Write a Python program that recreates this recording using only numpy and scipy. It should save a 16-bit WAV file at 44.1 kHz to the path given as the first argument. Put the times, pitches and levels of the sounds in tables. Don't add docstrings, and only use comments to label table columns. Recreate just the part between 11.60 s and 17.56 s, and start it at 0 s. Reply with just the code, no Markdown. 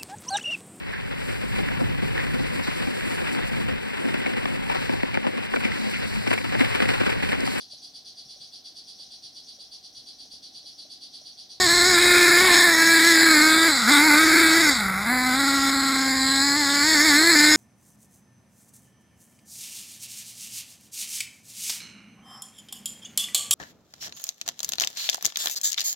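import sys
import numpy as np
from scipy import signal
from scipy.fft import rfft, irfft
from scipy.io import wavfile
from scipy.ndimage import uniform_filter1d

SR = 44100
rng = np.random.default_rng(int(sys.argv[2]) if len(sys.argv) > 2 else 0)


def to_wav(s):
    ch = np.atleast_2d(s).T
    pcm = np.round(np.clip(ch, -1, 1) * 32767)
    wavfile.write(sys.argv[1], SR, pcm.astype(np.int16))


N = 262836
T = np.arange(N) / SR
FREQS = np.fft.rfftfreq(N, 1 / SR)
CRUISE_HZ = 310

# t/s, distance/m, pipe facing listener/0-1, lower and upper pipe mode at CRUISE_HZ/Hz
PATH = [(0, 19, 0.09, 1677, 2050), (.3, 12.6, .34, 1560, 2020), (.55, 8.4, 0.64, 1570, 2240),
        (1.1, 8.4, 0, 1676, 2070), (1.55, 10.2, 0.61, 1710, 2043), (1.8, 8.2, .58, 1593, 2155),
        (2.0, 9.4, .48, 1545, 2060), (2.6, 8.5, 0.67, 1540, 2154), (3.0, 10.24, 0.72, 1540, 2084),
        (3.35, 12.2, 0.55, 1672, 2182), (3.6, 23, 0.3, 1762, 2090), (3.85, 23, 0.62, 1483, 2020),
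        (4.3, 33, 0.64, 1539, 2050), (4.55, 34, 0.58, 1786, 2080), (5.15, 21.5, 0.35, 1638, 2050),
        (5.32, 14.7, .25, 1738, 2048), (5.55, 10.5, 0.55, 1693, 2104), (5.96, 9.8, 0.63, 1667, 2040)]


def crank(firing_hz, rough, wobble=0.061, wobble_hz=26, shake=0.00905):
    bounce = unit(wander(7.64) * np.sin(2 * np.pi * wobble_hz * T))
    speed_ratio = 1 + wobble * rough ** 2 * bounce + shake * wander(170)
    return np.cumsum(uniform_filter1d(firing_hz, 350) * speed_ratio) / SR


def firings(turns, rough, jitter_turns=0.022, fade_db=2.5, shift_rad=0.9, smear_rad=0.3):
    angle = 2 * np.pi * (turns + jitter_turns * rough * wander(89))
    pulses = np.zeros(N)
    for k in range(2, 20):
        fade = amp(fade_db * wander(14.4))
        pulses += fade * np.cos(k * angle + smear_rad * k * k + shift_rad * wander(4.1))
    return unit(pulses)


def exhaust(firing_hz, turns, pulses, rough, pull, muffler_db, lower_db, upper_db):
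    # f/Hz, gain/dB
    muffler_gains = [(380, -15), (520, -9), (620, -9.5), (700, -3), (820, 0), (1050, 0), (1150, 1.5),
                     (1300, -10), (1500, -58)]
    pipe_gains = [(900, -30), (1100, -15), (1250, 10), (1400, 8), (1600, 6), (1850, 15.5), (2150, 6),
                  (2300, 3.5), (2480, -1.5), (2650, 0.5), (2950, -67), (3300, -41), (4000, -9)]
    strength = amp(2.0 * rough * wander(150))
    tone = (1 - rough) * strength * pulses
    gas = rough * strength * puffs(turns, floor=0.81, decay_turns=0.66)
    muffled = rfft(steady(colour(tone + 0.57 * gas, muffler_gains)))
    null_db = -5.5 * bell(FREQS, 958, 58)
    low_band = irfft(muffled * amp(null_db), N)
    bark = pull * amp(-9) * steady(irfft(muffled * bell(FREQS, 965, 280), N))
    drive = colour(tone + 0.76 * gas, pipe_gains)
    lower_hz, upper_hz = curves(PATH)[2:]
    rise_hz = firing_hz - CRUISE_HZ
    lower = steady(resonate_twice(drive, lower_hz + 1.97 * rise_hz, width_hz=450))
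    upper = steady(resonate_twice(drive, upper_hz + rise_hz, width_hz=500))
    return amp(muffler_db) * low_band + amp(lower_db) * (lower + bark) + amp(upper_db) * upper


def hum(turns, level_db, rough, flutter=0.21):
    return amp(level_db) * np.sqrt(2) * np.sin(2 * np.pi * turns) * (1 + flutter * rough * wander(72))


def puffs(turns, floor, decay_turns):
    return unit((floor + np.exp(-(turns % 1) / decay_turns)) * rng.standard_normal(N))


def throttle(moves, travel_s=0.05):
    return sum(depth * np.clip(np.minimum(T - start_s, end_s - T) / travel_s + 0.5, 0, 1)
               for start_s, end_s, depth in moves)


def roughness(shut):
    # centre t/s, half length/s, added roughness/0-1
    bumps = [(.45, 0.38, 0.21), (0.936, 0.13, 0.25), (1.069, 0.052, 0.15), (1.63, 0.08, 0.33),
             (2.76, 0.53, 0.23), (4.18, 0.37, 0.2)]
    ground = sum(added * bell(T, centre_s, half_s) for centre_s, half_s, added in bumps)
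    return np.clip(0.32 + 0.39 * shut + ground, 0, 1)


def exhaust_levels_db(firing_hz, shut, pull, near_m=10, settle_s=0.76):
    # at near_m/dB, distance doubling/dB, shut/dB, pull/dB, facing/dB, over-rev/(dB/Hz)
    hum_law = (-24, -2.7, -14, .7, 8.7, -0.037)
    muffler_law = (-32, -0.64, -2, -2.5, -7, 0.0348)
    lower_law = (-19, -5.5, -13.5, -1.5, -0.3, -0.04)
    upper_law = (-21, -5, -7, 1.5, 5, 0.03)
    distance_m, facing = curves(PATH)[:2]
    over_rev_hz = firing_hz - uniform_filter1d(firing_hz, int(settle_s * SR))
    causes = np.array([np.ones(N), np.log2(distance_m / near_m), shut, pull, facing - 0.5, over_rev_hz])
    return np.array([hum_law, muffler_law, lower_law, upper_law]) @ causes


def drivetrain(turns, pulses, rough, hiss_db, ring_db=7.5, patch_db=3.0, flicker_db=0.67):
    # f/Hz, gain/dB
    hiss_gains = [(2400, -11.5), (2950, -18), (3250, -9), (3550, -0.5), (3900, 2), (4200, 4), (4700, 2.5),
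                  (5100, 2), (5500, -0.5), (5800, -7), (6200, -86)]
    # t/s, lower f/Hz, upper f/Hz
    ring_bands = [(0, 4200, 5440), (.5, 3850, 4830), (1.4, 4026, 5580), (1.8, 4216, 4850),
                  (2.33, 3950, 4560), (2.6, 3760, 4600), (2.95, 3780, 4548), (3.5, 4009, 4816),
                  (5.0, 4202, 4971), (5.3, 4400, 4492), (5.68, 4275, 4864), (5.96, 4034, 4994)]
    buzz = 0.72 * (1 - rough) * pulses
    rattle = colour(puffs(turns, floor=0.63, decay_turns=0.64) + buzz, hiss_gains)
    rings = sum(resonate(rattle, hz, width_hz=170) for hz in curves(ring_bands))
    spectrum = rfft(2.77 * rattle + amp(ring_db) * rings)
    bands = [np.clip(1 - abs(FREQS - hz) / 600, 0, 1) for hz in range(1800, 6601, 600)]
    patchy = sum(irfft(spectrum * band, N) * amp(patch_db * wander(8.2)) for band in bands)
    return amp(hiss_db + 1.35) * steady(patchy) * amp(flicker_db * wander(81))


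def gear_whistle(hiss_db, peak_s=4.75, half_s=0.15, centre_hz=4070, glide_hz_per_s=250):
    hz = centre_hz + glide_hz_per_s * np.clip(T - peak_s, -2 * half_s, 2 * half_s)
    ring = resonate_twice(rng.standard_normal(N), hz, width_hz=75)
    return amp(hiss_db + 0.77) * bell(T, peak_s, half_s) * steady(ring, samples=900)


def tyre_scrub(pipe_db, grains_per_s=3000, spread_db=3.5):
    # f/Hz, gain/dB
    scrub_gains = [(150, -11.5), (230, -2.5), (330, -3), (450, -6.5), (600, -6.5), (800, -4.5),
                   (1100, -4.5), (1500, 1), (2300, 4), (2700, -54)]
    grains = rng.standard_normal(N) * amp(spread_db * np.minimum(rng.exponential(1, N), 5))
    grains *= rng.random(N) < grains_per_s / SR
    return unit(colour(grains, scrub_gains)) * amp(pipe_db - 8.5)


def rolling_rush():
    # f/Hz, gain/dB
    rush_gains = [(15, -25), (30, -11), (48, -4), (63, 3), (95, -3), (150, -0.5), (220, -4), (400, -10.5),
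                  (900, -18)]
    # t/s, level/dB
    rush_levels = [(0, -41), (1.0, -43.5), (1.15, -47.5), (2.0, -48.5), (3.3, -43), (3.7, -44.5),
                   (5.96, -47)]
    return unit(colour(rng.standard_normal(N), rush_gains)) * amp(curves(rush_levels)[0])


def amp(db):
    return 10 ** (np.asarray(db) / 20)


def unit(x):
    return x / np.sqrt(np.mean(x ** 2) + 1e-20)


def steady(x, samples=2600):
    return x / np.sqrt(np.abs(uniform_filter1d(x ** 2, samples)) + 1e-12)


def bell(x, centre, half_width):
    return np.exp(-((x - centre) / half_width) ** 2)


def curves(rows):
    times_s, *columns = np.transpose(rows)
    return [np.interp(T, times_s, column) for column in columns]


def colour(x, gains):
    hz, db = np.transpose(gains)
    gain_db = np.interp(np.log(FREQS + 1), np.log(hz), db, left=-70, right=-70)
    return irfft(rfft(x) * amp(gain_db), N)


def wander(cutoff_hz, step=32):
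    slow_t = T[::step]
    rolloff = bell(np.fft.rfftfreq(len(slow_t), step / SR), 0, cutoff_hz)
    drift = irfft(rfft(rng.standard_normal(len(slow_t))) * rolloff, len(slow_t))
    return np.interp(T, slow_t, unit(drift))


def resonate(x, hz, width_hz):
    carrier = np.exp(2j * np.pi * np.cumsum(hz) / SR)
    pole = np.exp(-np.pi * width_hz / SR)
    return 2 * (carrier * signal.lfilter([1 - pole], [1, -pole], x / carrier)).real


def resonate_twice(x, hz, width_hz):
    return resonate(resonate(x, hz, width_hz), hz, width_hz)


def scene():
    # t/s, firing rate/Hz
    revs = [(0.0, 364.5), (0.03, 370.7), (0.08, 334), (0.15, 354.3), (0.23, 348.3), (0.28, 371.4),
            (0.38, 340.4), (0.41, 355.5), (0.76, 346.9), (0.85, 375), (0.94, 340.4), (1.04, 353),
            (1.14, 324.1), (1.34, 331.8), (1.41, 320.6), (1.49, 340.9), (1.56, 323.3), (1.66, 328.3),
            (1.78, 300.2), (1.87, 315), (2.07, 330.2), (2.14, 274.8), (2.26, 208.4), (2.27, 220.7),
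            (2.32, 296.9), (2.39, 285.6), (2.46, 317.6), (2.51, 292.6), (2.56, 298.2), (2.61, 321.5),
            (2.72, 317), (2.8, 332), (2.89, 317), (3.0, 334.2), (3.1, 284), (3.2, 209), (3.25, 194.4),
            (3.35, 188), (3.44, 206), (3.5, 243.6), (3.54, 254), (3.72, 254), (3.8, 277.1), (4.57, 264.7),
            (4.81, 271.4), (4.86, 284.4), (4.93, 281), (4.98, 302), (5.06, 277.5), (5.23, 291), (5.28, 316),
            (5.33, 319.2), (5.38, 285.5), (5.46, 319.8), (5.53, 281.2), (5.66, 337), (5.71, 339.2),
            (5.76, 296.3), (5.79, 295.3), (5.96, 310.2)]
    # start/s, end/s, closure/0-1
    lifts = [(1.12, 1.173, 0.16), (2.111, 2.275, 0.78), (3.03, 3.125, 0.12), (3.118, 3.465, 0.78),
             (5.03, 5.21, 0.13)]
    # start/s, end/s, pull/0-1
    blips = [(.83, .95, 0.54), (1.74, 1.86, 0.11), (2.285, 2.57, 0.8), (3.48, 3.74, 0.34),
             (5.48, 5.54, 0.46)]
    # t/s, relative level/dB
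    hiss_levels = [(0.02, -21.5), (0.2, -20), (0.33, -21), (0.9, -22.5), (0.94, -18), (1.11, -24),
                   (1.51, -20.5), (2.1, -23), (2.27, -27), (2.32, -19), (2.43, -24), (3.1, -23),
                   (3.33, -41), (3.54, -33), (3.86, -27), (4.49, -28), (4.9, -24.5), (5.1, -25.5),
                   (5.31, -21), (5.4, -22), (5.96, -19)]
    firing_hz, hiss_db = curves(revs)[0], curves(hiss_levels)[0]
    shut, pull = throttle(lifts), throttle(blips)
    hum_db, muffler_db, lower_db, upper_db = exhaust_levels_db(firing_hz, shut, pull)
    rough = roughness(shut)
    turns = crank(firing_hz, rough)
    pulses = firings(turns, rough)
    engine = hum(turns, hum_db, rough)
    engine += exhaust(firing_hz, turns, pulses, rough, pull, muffler_db, lower_db, upper_db)
    gears = drivetrain(turns, pulses, rough, hiss_db) + gear_whistle(hiss_db)
    car = engine + gears + tyre_scrub((lower_db + upper_db) / 2) + rolling_rush()
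    return np.array([car, car])


def record(dry, band_hz=5800, hold_hz=12000, edge_hz=14700):
    band_fir = signal.firwin(201, band_hz, window=("kaiser", 7), fs=SR)
    edge_fir = signal.firwin(511, edge_hz, window=("kaiser", 9), fs=SR)
    narrow = signal.oaconvolve(dry, band_fir[None], "same")
    mirrored = narrow * (1 + 2 * np.cos(2 * np.pi * hold_hz * T))
    held = irfft(rfft(mirrored) * np.sinc(FREQS / hold_hz), N) * amp(0.89)
    return signal.oaconvolve(held, edge_fir[None], "same")


dry = scene()
out = record(dry)
to_wav(out)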